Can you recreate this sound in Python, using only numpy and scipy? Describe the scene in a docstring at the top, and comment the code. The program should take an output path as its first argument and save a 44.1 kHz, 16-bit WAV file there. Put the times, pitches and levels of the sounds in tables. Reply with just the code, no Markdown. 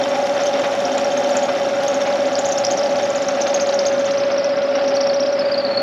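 """A vertical milling machine cuts a keyway in a steel shaft, close by in a workshop.
Throughout, a gear sings, throbbing once a turn, over gearbox rumble and the humming vice and table.
From the start two flutes rasp, hiss and snap off chips; the cutter whistles, higher while a flute presses.
Squeaks of flutes on the slot wall run through the cut.
Towards the end the cut lightens and the whistle sinks to the cutter's free pitch."""
import sys
import numpy as np
from scipy import signal
from scipy.fft import rfft, irfft
from scipy.io import wavfile
from scipy.ndimage import uniform_filter1d

SR = 44100
rng = np.random.default_rng(int(sys.argv[2]) if len(sys.argv) > 2 else 0)


def persist_wave(psi):
    """Save psi, clipped to +-1, as 16-bit WAV."""
    counts = np.round(np.clip(psi, -1, 1) * 32767).astype(np.int16)
    wavfile.write(sys.argv[1], SR, np.atleast_2d(counts).T)


N = 256662
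TIME = np.arange(N) / SR  # s
BINS = np.fft.rfftfreq(N, 1 / SR)  # Hz

# gear mesh: time_s, tooth_rate_hz
MESH_RATE = [(0, 557.0), (.4, 555.9), (1.5, 556.1), (3.3, 556.4), (4.0, 556.8), (5.82, 556.9)]
# even part of the mesh tone: time_s, level_db
STEADY_MESH = [(0, -44), (1.3, -45), (1.9, -29), (3.3, -39), (3.8, -16.5), (4.5, -24.5), (5, -17),
               (5.5, -25), (5.82, -25.5)]
# runout of the gear and of shafts geared to it: turns_per_gear_turn, level_db, high_spot_gear_turns
SHAFT_RUNOUT = [(1.502, -29.5, .1), (3, -31.5, .22), (-3, -37, .23), (.5, -37, .88), (-.5, -37.5, 1.35),
                (2.5, -37.5, -.02), (2, -29, -.064), (-1, -39, -.2)]
# side tones of worn teeth: turns_per_gear_turn, level_db
TOOTH_WEAR = [(-1.5, -38.5), (3.5, -53.5), (4, -44), (4.5, -41), (6, -38.5)]
GEAR_TEETH = 33
SLACK_AT, PEAK_AFTER, SLACK_FORCE = 0.624, 0.72, .015  # turn shares; force as a factor
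THROB_DB, LEAD_RAD = -12, 3.25
SPINDLE_BEAT_DB, SPINDLE_BEAT_S = -28.5, 0.041

# course of the cut: time_s, table_force_db, relative_chip_hiss_db, pitch_rise_at_full_contact_hz
CUT_COURSE = [(0, 6, -58.5, 2400), (1.2, 3.5, -59, 2443), (2.2, 2.5, -60.5, 2505), (3.4, 1.5, -62, 2500),
              (4.1, -1.5, -64, 2294), (4.3, 1, -70, 1566), (4.6, -2.5, -72.5, 1404), (4.9, -2, -70.5, 1477),
              (5.3, -9.5, -72, 1415), (5.5, 1, -71, 550), (5.82, -2, -72, 149)]
# deep and shallow flute: entry_turns, stay_turns, depth_0_to_1, relative_whistle_db
FLUTES = [(0.077, .49, 0.97, 0.5), (.55, .46, .72, -2)]
SPINDLE_HZ, FIRST_BITE_S = 15.636, .012
ARCH_POWER = 0.86  # under 1: pitch leaps on entry, drops late
ATTACK_SHARE, FADE_DB = .04, -13  # share of a flute's stay; fade at its end

# readiness of the cutter to whistle: time_s, level_db
WHISTLE_LEVEL = [(0, -42), (2.2, -39.5), (2.6, -39), (3.0, -39), (3.6, -37.5), (4.1, -37), (4.65, -42),
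                 (4.9, -37), (5.3, -38.5), (5.5, -42.5), (5.82, -33.5)]
FREE_HZ = 4263  # cutter's bending pitch when no flute touches
TOP_HZ = 7170  # highest pitch that whistle and squeaks reach
SING_PULSES, SING_PEAK_S = 4, 5.653  # pulses per turn; time of one pulse

# squeaks at set times, loud and faint: middle_s, length_s, level_db, pitch_hz, glide_over_length_hz
SET_SQUEAKS = [(0.409, 0.021, -27.0, 5620, -1750), (0.437, 0.006, -24, 6220, -750),
               (0.47, 0.011, -23, 6330, 500), (0.596, 0.006, -25.0, 6760, 3000),
               (0.854, 0.0086, -19.5, 5380, 1750), (0.982, 0.006, -23, 6960, 2250),
               (1.046, 0.009, -24, 5600, -250), (1.177, 0.009, -22.5, 6380, -750),
               (1.335, 0.025, -33, 5620, 0), (1.371, 0.015, -18.5, 6420, -3500),
               (1.435, 0.025, -27.0, 6570, 0), (1.883, 0.013, -23, 6480, 750),
               (1.945, 0.0073, -24.5, 6370, -3500), (2.335, 0.023, -37, 5510, -250),
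               (2.355, 0.006, -19, 5100, 3500), (2.392, 0.016, -20, 6870, 248.5),
               (2.457, 0.025, -22.5, 6430, 2000), (2.491, 0.013, -23, 6680, 500),
               (2.525, 0.027, -22.5, 6120, 1250), (2.583, 0.026, -20.5, 6050, 3500),
               (2.645, 0.021, -21.5, 5230, 1250), (2.65, 0.009, -15.5, 5530, 2500),
               (2.669, 0.006, -18, 5280, 1250), (2.712, 0.011, -21, 6460, -1250),
               (2.722, 0.0067, -23.0, 6800, 1000), (2.737, 0.0076, -25.0, 4970, 2250),
               (2.775, 0.0066, -20, 5990, -1000), (2.783, 0.025, -27.0, 5730, -1000),
               (2.794, 0.0053, -22.0, 5000, 750), (2.835, 0.009, -26, 5250, 2498),
               (2.861, 0.009, -25, 4700, -1000), (3.024, 0.0055, -26, 5540, -500),
               (3.104, 0.0044, -24.5, 6220, 3500), (3.161, 0.018, -27.5, 6450, -3500),
               (3.226, 0.017, -25, 6400, -3500), (3.287, 0.0081, -18.5, 5920, -1750),
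               (3.42, 0.027, -21, 5960, -2000), (3.471, 0.006, -24, 5320, 3500),
               (3.48, 0.013, -24.5, 6430, -750), (3.546, 0.015, -17.5, 6520, -1000),
               (3.564, 0.0065, -24, 4540, 2500), (3.6, 0.0082, -21, 5000, 3250),
               (3.61, 0.009, -22, 6520, -250), (3.618, 0.026, -25, 6160, -1000),
               (3.672, 0.012, -30, 6760, 0), (3.692, 0.0067, -18.5, 4270, -3500),
               (3.744, 0.011, -24.5, 6050, 2996), (3.793, 0.011, -17.0, 5290, 3252),
               (3.838, 0.025, -38, 5710, 1250), (3.855, 0.0066, -22, 4720, 3500),
               (3.868, 0.022, -21, 6400, -250), (3.885, 0.009, -24.0, 4860, -2500),
               (3.997, 0.011, -29, 6570, 2500), (4.111, 0.006, -23.0, 4970, 3498),
               (4.175, 0.007, -26.5, 4700, 2500), (4.321, 0.016, -28, 5130, 2747.5),
               (4.383, 0.014, -25.5, 5380, -1500), (4.445, 0.0065, -23.0, 5750, 1739),
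               (4.761, 0.03, -33, 5560, -250), (4.879, 0.007, -31, 4800, 3003),
               (4.885, 0.022, -27.5, 5600, -1000), (4.957, 0.03, -28, 5620, -250),
               (4.97, 0.011, -20.5, 4480, -750), (5.006, 0.007, -24.5, 4600, 3002),
               (5.012, 0.011, -24, 5600, 2), (5.034, 0.0098, -27.0, 4550, -1750),
               (5.044, 0.013, -29, 5100, -500), (5.073, 0.009, -21.0, 5400, -500),
               (5.098, 0.009, -18.5, 4500, -1000), (5.114, 0.0068, -30, 5040, 1753),
               (5.143, 0.014, -24, 5630, -500), (5.172, 0.02, -31.5, 4950, 1500),
               (5.206, 0.018, -24, 5530, -250), (5.237, 0.022, -30.0, 4890, 1250),
               (5.267, 0.025, -32, 5300, 1255.5), (5.33, 0.023, -33.5, 5700, -500),
               (5.396, 0.018, -21.5, 5120, 246), (5.417, 0.025, -27, 4430, -250),
               (5.458, 0.025, -30.0, 4720, 0), (5.488, 0.013, -29, 4650, 504),
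               (5.521, 0.018, -20, 4740, 757), (5.545, 0.0087, -16.5, 4290, 5),
               (5.584, 0.023, -18.5, 4740, 0), (5.605, 0.02, -25, 4470, -1000),
               (5.651, 0.009, -16.5, 4470, 0), (5.668, 0.017, -25.0, 4230, -500),
               (5.683, 0.015, -31.5, 4330, -500), (5.718, 0.025, -24, 4390, 0),
               (5.747, 0.027, -26, 4270, 250), (5.777, 0.02, -16.5, 4390, 250),
               (5.795, 0.031, -36, 4370, -250), (5.808, 0.018, -31, 4360, 0)]
# scrape around a squeak: frequency_hz, spectrum_db_per_hz
SQUEAK_FIZZ = [(2000, -14), (7000, 2.5), (8000, 1), (10000, 2), (12500, 4.5), (14400, -10.5)]
LIGHT_SQUEAK_S, SQUEAK_ROUGH = 0.014, .42
SHAFT_HZ, SHAFT_Q = 5620, 35  # shaft mode ringing on after a squeak

# rasp of sheared steel: frequency_hz, spectrum_db_per_hz
RASP_SPECTRUM = [(100, -37.5), (500, 3.5), (950, -0.5), (1300, 1), (1800, -2), (2500, -3.5), (3300, -8),
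                 (4000, -11), (5300, -15.5), (5900, -26), (7000, -34), (7800, -50), (14000, -46)]
# hiss of chips: frequency_hz, spectrum_db_per_hz
HISS_SPECTRUM = [(3000, 5), (5500, 17.5), (6700, 16), (7350, 15.5), (7600, 7), (8200, 5), (8600, 4),
                 (9500, 0.5), (10500, 6), (11500, 1.5), (13000, -8), (13700, -26), (14400, -22)]
# resonances of shaft and spindle head: frequency_hz, width_hz, level_db
HEAD_MODES = [(1130, 34, -44.5), (1178, 96, -49.5), (1348, 25, -45), (1370, 40, -50.5), (1438, 13, -45.5),
              (1630, 94, -45.5), (1774, 69, -50), (2010, 14, -49.5)]
# shaft modes ticked by chips crushed on the slot wall: frequency_hz, width_hz, relative_level_db
WALL_MODES = [(3107, 120, -47), (3600, 170, -46), (5540, 240, -45)]
# crunches at set times, mostly strong, one very faint: middle_s, relative_level_db
SET_CRUNCHES = [(.16, -22.5), (0.403, -20.5), (.422, -28), (.456, -27), (.545, -30), (.66, -26.5),
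                (1.305, -30), (1.358, -21), (1.492, -20.5), (2.07, -24), (3.385, -25), (3.47, -20.5),
                (4.085, -23), (4.369, -26.5), (4.756, -23), (4.79, -23), (4.85, -44), (4.921, -25)]
RASP_DB, RASP_DB_PER_FORCE_DB = -32, .27

# large chips snapping off: time_s, relative_level_db
CHIP_SNAPS = [(0.268, -39), (.459, -37), (1.292, -40), (1.356, -43), (1.835, -36.5), (2.0178, -41),
              (2.6504, -42), (3.7908, -44), (4.9626, -43)]
# chip snap: frequency_hz, spectrum_db_per_hz
SNAP_SPECTRUM = [(800, -5), (3000, 22.5), (6500, 20.5), (7400, 4), (7900, 2.5), (11000, 5.5), (12500, -2),
                 (13500, -13), (14400, -6)]
# edge skidding before it bites: frequency_hz, spectrum_db_per_hz
SCRAPE_SPECTRUM = [(1000, -17.5), (2000, -7), (3300, 1), (4300, -0.5), (5400, -3.5), (6500, -16),
                   (7500, -36.5), (14000, -39)]

# resonances of vice and table driven by the cut: frequency_hz, width_hz, relative_level_db
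TABLE_MODES = [(673, 41, -40.5), (757, 26, -37.5), (823, 120, -37)]
# sharp vice modes, strong under a heavy cut: frequency_hz, width_hz, relative_level_db
VICE_MODES = [(715, 18, -39.5), (750, 18, -41), (816.7, 6.2, -40.5)]
# hum from the flute beat: multiple_of_spindle_rate, relative_level_db
FLUTE_ORDERS = [(46, -46), (48, -46.5), (50, -47), (52, -41), (56, -52)]
# ringing of vice and table: time_s, relative_level_db
CLAMP_RINGING = [(0, -25), (.5, -26.5), (.65, -25.5), (1.35, -25), (1.6, -26.5), (2.3, -29), (2.75, -24),
                 (3.2, -29.5), (3.5, -26.5), (4.1, -34.5), (4.65, -34), (4.95, -29.5), (5.55, -38),
                 (5.82, -29)]
LIGHT_CUT_DB = -30  # that level in a light cut

# machine frame under the gear train: frequency_hz, spectrum_db_per_hz
FRAME_SPECTRUM = [(20, -84), (35, -66), (48, -45.5), (80, -26.5), (95, -15.5), (160, -13.5), (205, -10),
                  (300, -4), (440, -5), (490, -10), (600, 3), (680, -12.5), (1000, -24), (4000, -100)]
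# ringing panels of the gear housing: frequency_hz, width_hz, relative_level_db
HOUSING_MODES = [(124.5, 2.5, -54.5), (170.8, 4, -57), (204.4, 4.9, -49), (217, 4.9, -50),
                 (265.8, 20, -40.5), (391, 4.2, -47), (617, 95, -40.5), (661, 10, -43)]
# steady tones of motor and spindle drive: frequency_hz, relative_level_db
DRIVE_TONES = [(176.8, -56), (200.0, -52), (219.0, -48), (250.2, -41), (265.8, -42.5), (281.4, -48),
               (387.8, -50.5), (422.2, -48)]
NOTCH_HZ, EDGE_HZ = 9030, 14450


def amp(db):
    """Decibels to gain."""
    return 10 ** (np.asarray(db) / 20)


def unit(x):
    """Scales to rms 1."""
    return x / np.sqrt(np.mean(abs(x) ** 2) + 1e-20)


def curves(rows):
    """Each column of a table of (s, values), sample by sample."""
    s, *columns = np.transpose(rows)
    return [np.interp(TIME, s, column) for column in columns]


def colour(x, points):
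    """Filters by a spectrum of (Hz, dB) points, interpolated over log frequency."""
    hz, db = np.transpose(points)
    gain = amp(np.interp(np.log(BINS + 1), np.log(hz + 1), db))
    return irfft(rfft(x) * gain, N)


def noise():
    """White noise over the whole scene."""
    return rng.standard_normal(N)


def wander(rate_hz):
    """Random drift of rms 1, mostly below rate_hz."""
    return unit(irfft(rfft(noise()) / (1 + (BINS / rate_hz) ** 4), N))


def ring(modes, knocks=1):
    """Resonances kept ringing by random knocks, whose strength may vary in time."""
    power = sum(amp(db) ** 2 / width / (1 + ((BINS - hz) / width) ** 2 * 2) ** 2 for hz, width, db in modes)
    total = np.sqrt(sum(amp(db) ** 2 for hz, width, db in modes))
    return total * unit(irfft(rfft(knocks * noise()) * np.sqrt(power), N))


def tones(rows, waver_db=2.0):
    """Steady sines of (Hz, rms dB), each wavering a little."""
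    total = 0
    for hz, db in rows:
        level = np.sqrt(2) * amp(db + waver_db * wander(5.5))
        total = total + level * np.sin(2 * np.pi * (hz * TIME + rng.random()))
    return total


def add(mix, s, sound):
    """Mixes a sound in at a time."""
    part = mix[max(round(s * SR), 0):][:len(sound)]
    part += sound[:len(part)]


def gear(overtone_db=-34, flutter_db=-46, sharing_s=0.0037, ceiling_db=-13.0):
    """Mesh tone: each turn the teeth load up and run ahead, then fall slack; other shafts beat against it."""
    teeth = np.cumsum(curves(MESH_RATE)[0]) / SR
    turns = teeth / GEAR_TEETH - SLACK_AT
    share = turns % 1
    force = np.interp(share, [0, PEAK_AFTER, 1], [SLACK_FORCE, 1, SLACK_FORCE])
    load = force * np.exp(1j * LEAD_RAD * (share - .5))
    throb = uniform_filter1d(load, int(sharing_s * SR))  # several teeth share the load
    shafts = sum(amp(db) * np.exp(2j * np.pi * ratio * (turns - spot)) for ratio, db, spot in SHAFT_RUNOUT)
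    wear = sum(amp(db) * np.exp(2j * np.pi * (ratio * turns + rng.random())) for ratio, db in TOOTH_WEAR)
    spindle = amp(SPINDLE_BEAT_DB) * np.exp(2j * np.pi * SPINDLE_HZ * (TIME - SPINDLE_BEAT_S))
    flutter = amp(flutter_db) * (wander(26) + 1j * wander(15.0))
    steady = amp(curves(STEADY_MESH)[0])
    envelope = steady + amp(THROB_DB) * throb + shafts + wear + spindle + flutter
    tone = envelope * np.exp(2j * np.pi * teeth)
    # loud swells of the gear tone are flat-topped
    tone = tone / np.sqrt(np.hypot(1, (abs(tone) / amp(ceiling_db)) ** 2))
    return (tone + amp(overtone_db) * tone * unit(tone)).real


def cutter_turn():
    """Each flute presses in an arch and voices most just after entry, repeating with the spindle."""
    contact, voice = np.zeros(N), np.zeros(N)
    for enters, stays, depth, db in FLUTES:
        u = np.minimum(((TIME - FIRST_BITE_S) * SPINDLE_HZ - enters) % 1 / stays, 1)
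        contact += depth * abs(np.sin(np.pi * u)) ** ARCH_POWER
        voice += np.minimum(u / ATTACK_SHARE, 1) * amp(db + FADE_DB * u ** 3) * (u < 1)
    return contact, voice


def fractures(per_s, spread_db):
    """Tiny breaks in the steel: a train of clicks, a few of them large."""
    size = amp(spread_db * np.minimum(rng.exponential(1, N), 4.5)) * rng.choice([-1, 1], N)
    return unit(size * (rng.random(N) < per_s / SR))


def crunches(length_s=0.036, level_db=-4.5, small_db=-34.5, spread_db=2, db_per_force_db=0.14, count=40):
    """Short swells of tearing: some at set times, and small random ones that weaken as the force falls."""
    swell, small, bump = np.zeros(N), np.zeros(N), np.hanning(int(length_s * SR))
    for s, db in SET_CRUNCHES:
        add(swell, s - length_s / 2, amp(db + level_db) * bump)
    for when, size in rng.random((count, 2)):
        add(small, when * N / SR, amp(small_db + spread_db * (2 * size + 0.5)) * bump)
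    return swell + small * amp(db_per_force_db * curves(CUT_COURSE)[0])


def cutting(hiss_db=14.0, grit=0.59, tear_grit=1.4, hiss_grit=0.74, uneven_db=1.28, bite_db=0.4,
            wall_chop=0.51):
    """Shearing steel rasps, tears, hisses and sets spindle head and shaft ringing."""
    force_db, spray_db, rise_hz = curves(CUT_COURSE)
    spray_level = amp(spray_db)
    contact, voice = cutter_turn()
    bite = amp(bite_db * voice + uneven_db * wander(72))
    coarse = fractures(per_s=1500, spread_db=4)
    fine = fractures(per_s=700, spread_db=5)
    torn = fractures(per_s=1200, spread_db=1.0)
    shear = unit(colour(noise() + grit * coarse, RASP_SPECTRUM))
    tear = unit(colour(noise() + tear_grit * torn, RASP_SPECTRUM))
    rasp = bite * amp(RASP_DB + RASP_DB_PER_FORCE_DB * force_db) * shear + crunches() * tear
    hiss = amp(hiss_db) * spray_level * unit(colour(noise() + hiss_grit * fine, HISS_SPECTRUM))
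    ticks = fractures(per_s=900, spread_db=3.5) * (1 - wall_chop + wall_chop * unit(contact))
    rub = unit(spray_level * np.sqrt(rise_hz)) * ring(WALL_MODES, ticks)
    return rasp + bite * ring(HEAD_MODES) + hiss + rub


def whistle(unsteady=0.14, wobble_hz=35, width_hz=220, swell_db=2.5, pulse_depth=.55):
    """A flute in the cut stiffens the cutter and raises its ringing; in a light cut it sings on in pulses."""
    level_db, rise_hz = curves(WHISTLE_LEVEL)[0], curves(CUT_COURSE)[2]
    contact, voice = cutter_turn()
    pressed_hz = FREE_HZ + rise_hz * (contact + unsteady * wander(113.3))
    hz = np.minimum(pressed_hz + wobble_hz * wander(250), TOP_HZ)
    rough = np.tanh(rise_hz / 1100)  # a heavy cut scrapes, a light one sings
    grip = 1 - rough + rough * (wander(width_hz) + 1j * wander(width_hz))
    grip = grip / np.hypot(1 - rough, np.sqrt(2) * rough)
    ringing = grip * np.exp(2j * np.pi * np.cumsum(hz) / SR)
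    singing = 1 + pulse_depth * np.cos(2 * np.pi * SING_PULSES * SPINDLE_HZ * (TIME - SING_PEAK_S))
    strength = rough * voice + (1 - rough) * singing
    return strength * amp(level_db + swell_db * wander(45)) * unit(ringing.real)


def light_squeaks(above_db=-3.0, spread_db=0.5, into_stay=0.5, late_s=0.0076, press=0.9, press_spread=0.18,
                  glide_spread_hz=1000, entry_db=2.5, entry_s=.007, entry_glide_hz=1800,
                  exit_db=-6.5, exit_into_stay=0.87, exit_press=0.63, exit_glide_hz=-1700):
    """Every flute chirps on entry, squeaks a little by chance and slides down on leaving: SET_SQUEAKS rows."""
    level_db, rise_hz = curves(WHISTLE_LEVEL)[0], curves(CUT_COURSE)[2]
    rows = []
    for turn in range(int(N / SR * SPINDLE_HZ)):
        for enters, stays, depth, db in FLUTES:
            late, loud, high, slide, flick, release = np.clip(rng.standard_normal(6), -2, 2)
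            s = FIRST_BITE_S + (turn + enters) / SPINDLE_HZ
            stay_s = stays / SPINDLE_HZ
            at = int(np.clip(s * SR, 0, N - 1))
            load = rise_hz[at] / rise_hz.max()
            flute_db = level_db[at] + db
            flute_rise_hz = rise_hz[at] * depth
            rows.append((s, entry_s, flute_db + entry_db + spread_db * flick,
                         FREE_HZ, entry_glide_hz * np.sqrt(load)))
            rows.append((s + into_stay * stay_s + late_s * late, LIGHT_SQUEAK_S,
                         flute_db + above_db + spread_db * loud,
                         FREE_HZ + flute_rise_hz * (press + press_spread * high), glide_spread_hz * slide * load))
            rows.append((s + exit_into_stay * stay_s, LIGHT_SQUEAK_S,
                         flute_db + exit_db + spread_db * release,
                         FREE_HZ + flute_rise_hz * exit_press, exit_glide_hz * load))
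    return rows


def squeaks(jitter=0.068, wobble_hz=65, scrape_db=-13, octave_db=-35, fizz_db=-32, shaft_db=-7):
    """Stick and slip of a flute on the slot wall: a gliding whistle, rougher the further it is off free pitch."""
    out, drift, grip = np.zeros(N), wander(720), wander(360)
    fizz = unit(colour(noise(), SQUEAK_FIZZ))
    scrape = unit(colour(fractures(per_s=2200, spread_db=1), SCRAPE_SPECTRUM))
    for s, length_s, db, hz, glide_hz in list(SET_SQUEAKS) + light_squeaks():
        first = max(int((s - length_s / 2) * SR), 0)
        at = np.arange(first, min(int((s + length_s / 2) * SR), N))
        u = (at / SR - s) / length_s  # -0.5 to 0.5
        off_hz = abs(hz - FREE_HZ)
        press = np.tanh(off_hz / 1200)
        pitch_hz = np.minimum(hz + glide_hz * u + (wobble_hz + jitter * off_hz) * drift[at], TOP_HZ)
        phase = 2 * np.pi * np.cumsum(pitch_hz) / SR
        swell = amp(db) * np.cos(np.pi * u) ** 2 * (1 + SQUEAK_ROUGH * press * grip[at])
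        edge = amp(octave_db) * np.sin(2 * phase) + amp(fizz_db) * fizz[at] + amp(scrape_db) * scrape[at]
        out[at] += swell * (np.sin(phase) + press ** 2 * edge)
    return out + amp(shaft_db) * signal.lfilter(*signal.iirpeak(SHAFT_HZ, SHAFT_Q, SR), out)


def scrapes(rise_s=.0015, decay_s=0.0053, level_db=6.0, spread_db=5.5, lead_s=0.0013):
    """Each flute skids on the steel for an instant as it enters, the deep one harder on average."""
    burst, t = np.zeros(N), np.arange(-SR // 100, SR // 30) / SR
    shape = np.exp(np.minimum(t / rise_s, -t / decay_s))
    for turn in range(int(N / SR * SPINDLE_HZ)):
        for enters, stays, depth, db in FLUTES:
            s = FIRST_BITE_S + (turn + enters) / SPINDLE_HZ - lead_s
            add(burst, s + t[0], amp(db + spread_db * rng.uniform(-1.1, 1)) * shape)
    heavy = np.tanh(curves(CUT_COURSE)[2] / 1100)
    level = amp(level_db + curves(WHISTLE_LEVEL)[0])
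    return level * heavy * burst * unit(colour(noise(), SCRAPE_SPECTRUM))


def chips(rise_s=0.0024, decay_s=0.0056, level_db=9):
    """Each chip tears loose and breaks away with a dry tick: a noise burst."""
    burst, t = np.zeros(N), np.arange(-SR // 50, SR // 20) / SR
    shape = np.exp(np.minimum(t / rise_s, -t / decay_s))
    for s, db in CHIP_SNAPS:
        add(burst, s + t[0], amp(db + level_db) * shape)
    return burst * unit(colour(noise(), SNAP_SPECTRUM))


def clamping(table_share=0.63, vice_share=1.3):
    """The cut rings the table and, more steeply, the vice, which also hums with the flute beat."""
    over_db = curves(CLAMP_RINGING)[0] - LIGHT_CUT_DB
    hum = tones([(order * SPINDLE_HZ, db) for order, db in FLUTE_ORDERS])
    table = amp(table_share * over_db) * ring(TABLE_MODES)
    vice = amp(vice_share * over_db) * (ring(VICE_MODES) + hum)
    return table + vice


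def gearbox(rumble_db=-30.5, db_per_force_db=0.12):
    """Bearings and idle gears shake the frame and its panels, a little more under a heavy cut."""
    rumble = amp(rumble_db) * unit(colour(noise(), FRAME_SPECTRUM))
    load = amp(db_per_force_db * curves(CUT_COURSE)[0])
    return load * (rumble + ring(HOUSING_MODES) + tones(DRIVE_TONES))


def workshop(x, t60_s=0.13, wet_db=-9):
    """Scattered echoes from the machine column and the walls."""
    t = np.arange(SR // 2) / SR
    taps = rng.choice([-1, 1], len(t)) * (rng.random(len(t)) < 2500 / SR) * (t > .003)
    echoes = taps * amp(-60 * t / t60_s)
    return x + amp(wet_db) * signal.fftconvolve(x, echoes / np.linalg.norm(echoes))[:N]


def scene():
    """The drive and the cut together; whistle, scrapes, squeaks and chips echo."""
    echoing = workshop(whistle() + scrapes() + squeaks() + chips())
    return (gear() + cutting() + echoing + clamping() + gearbox())[None]


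def record(dry):
    """The microphone has a narrow dip in the treble; then the band limit."""
    dip = 1 - np.exp(-((BINS - NOTCH_HZ) / 220) ** 2)
    heard = irfft(rfft(dry) * dip, N)
    lowpass = signal.firwin(511, EDGE_HZ, window=("kaiser", 9), fs=SR)
    return signal.oaconvolve(heard, lowpass[None], "same")


dry = scene()
out = record(dry)
persist_wave(out)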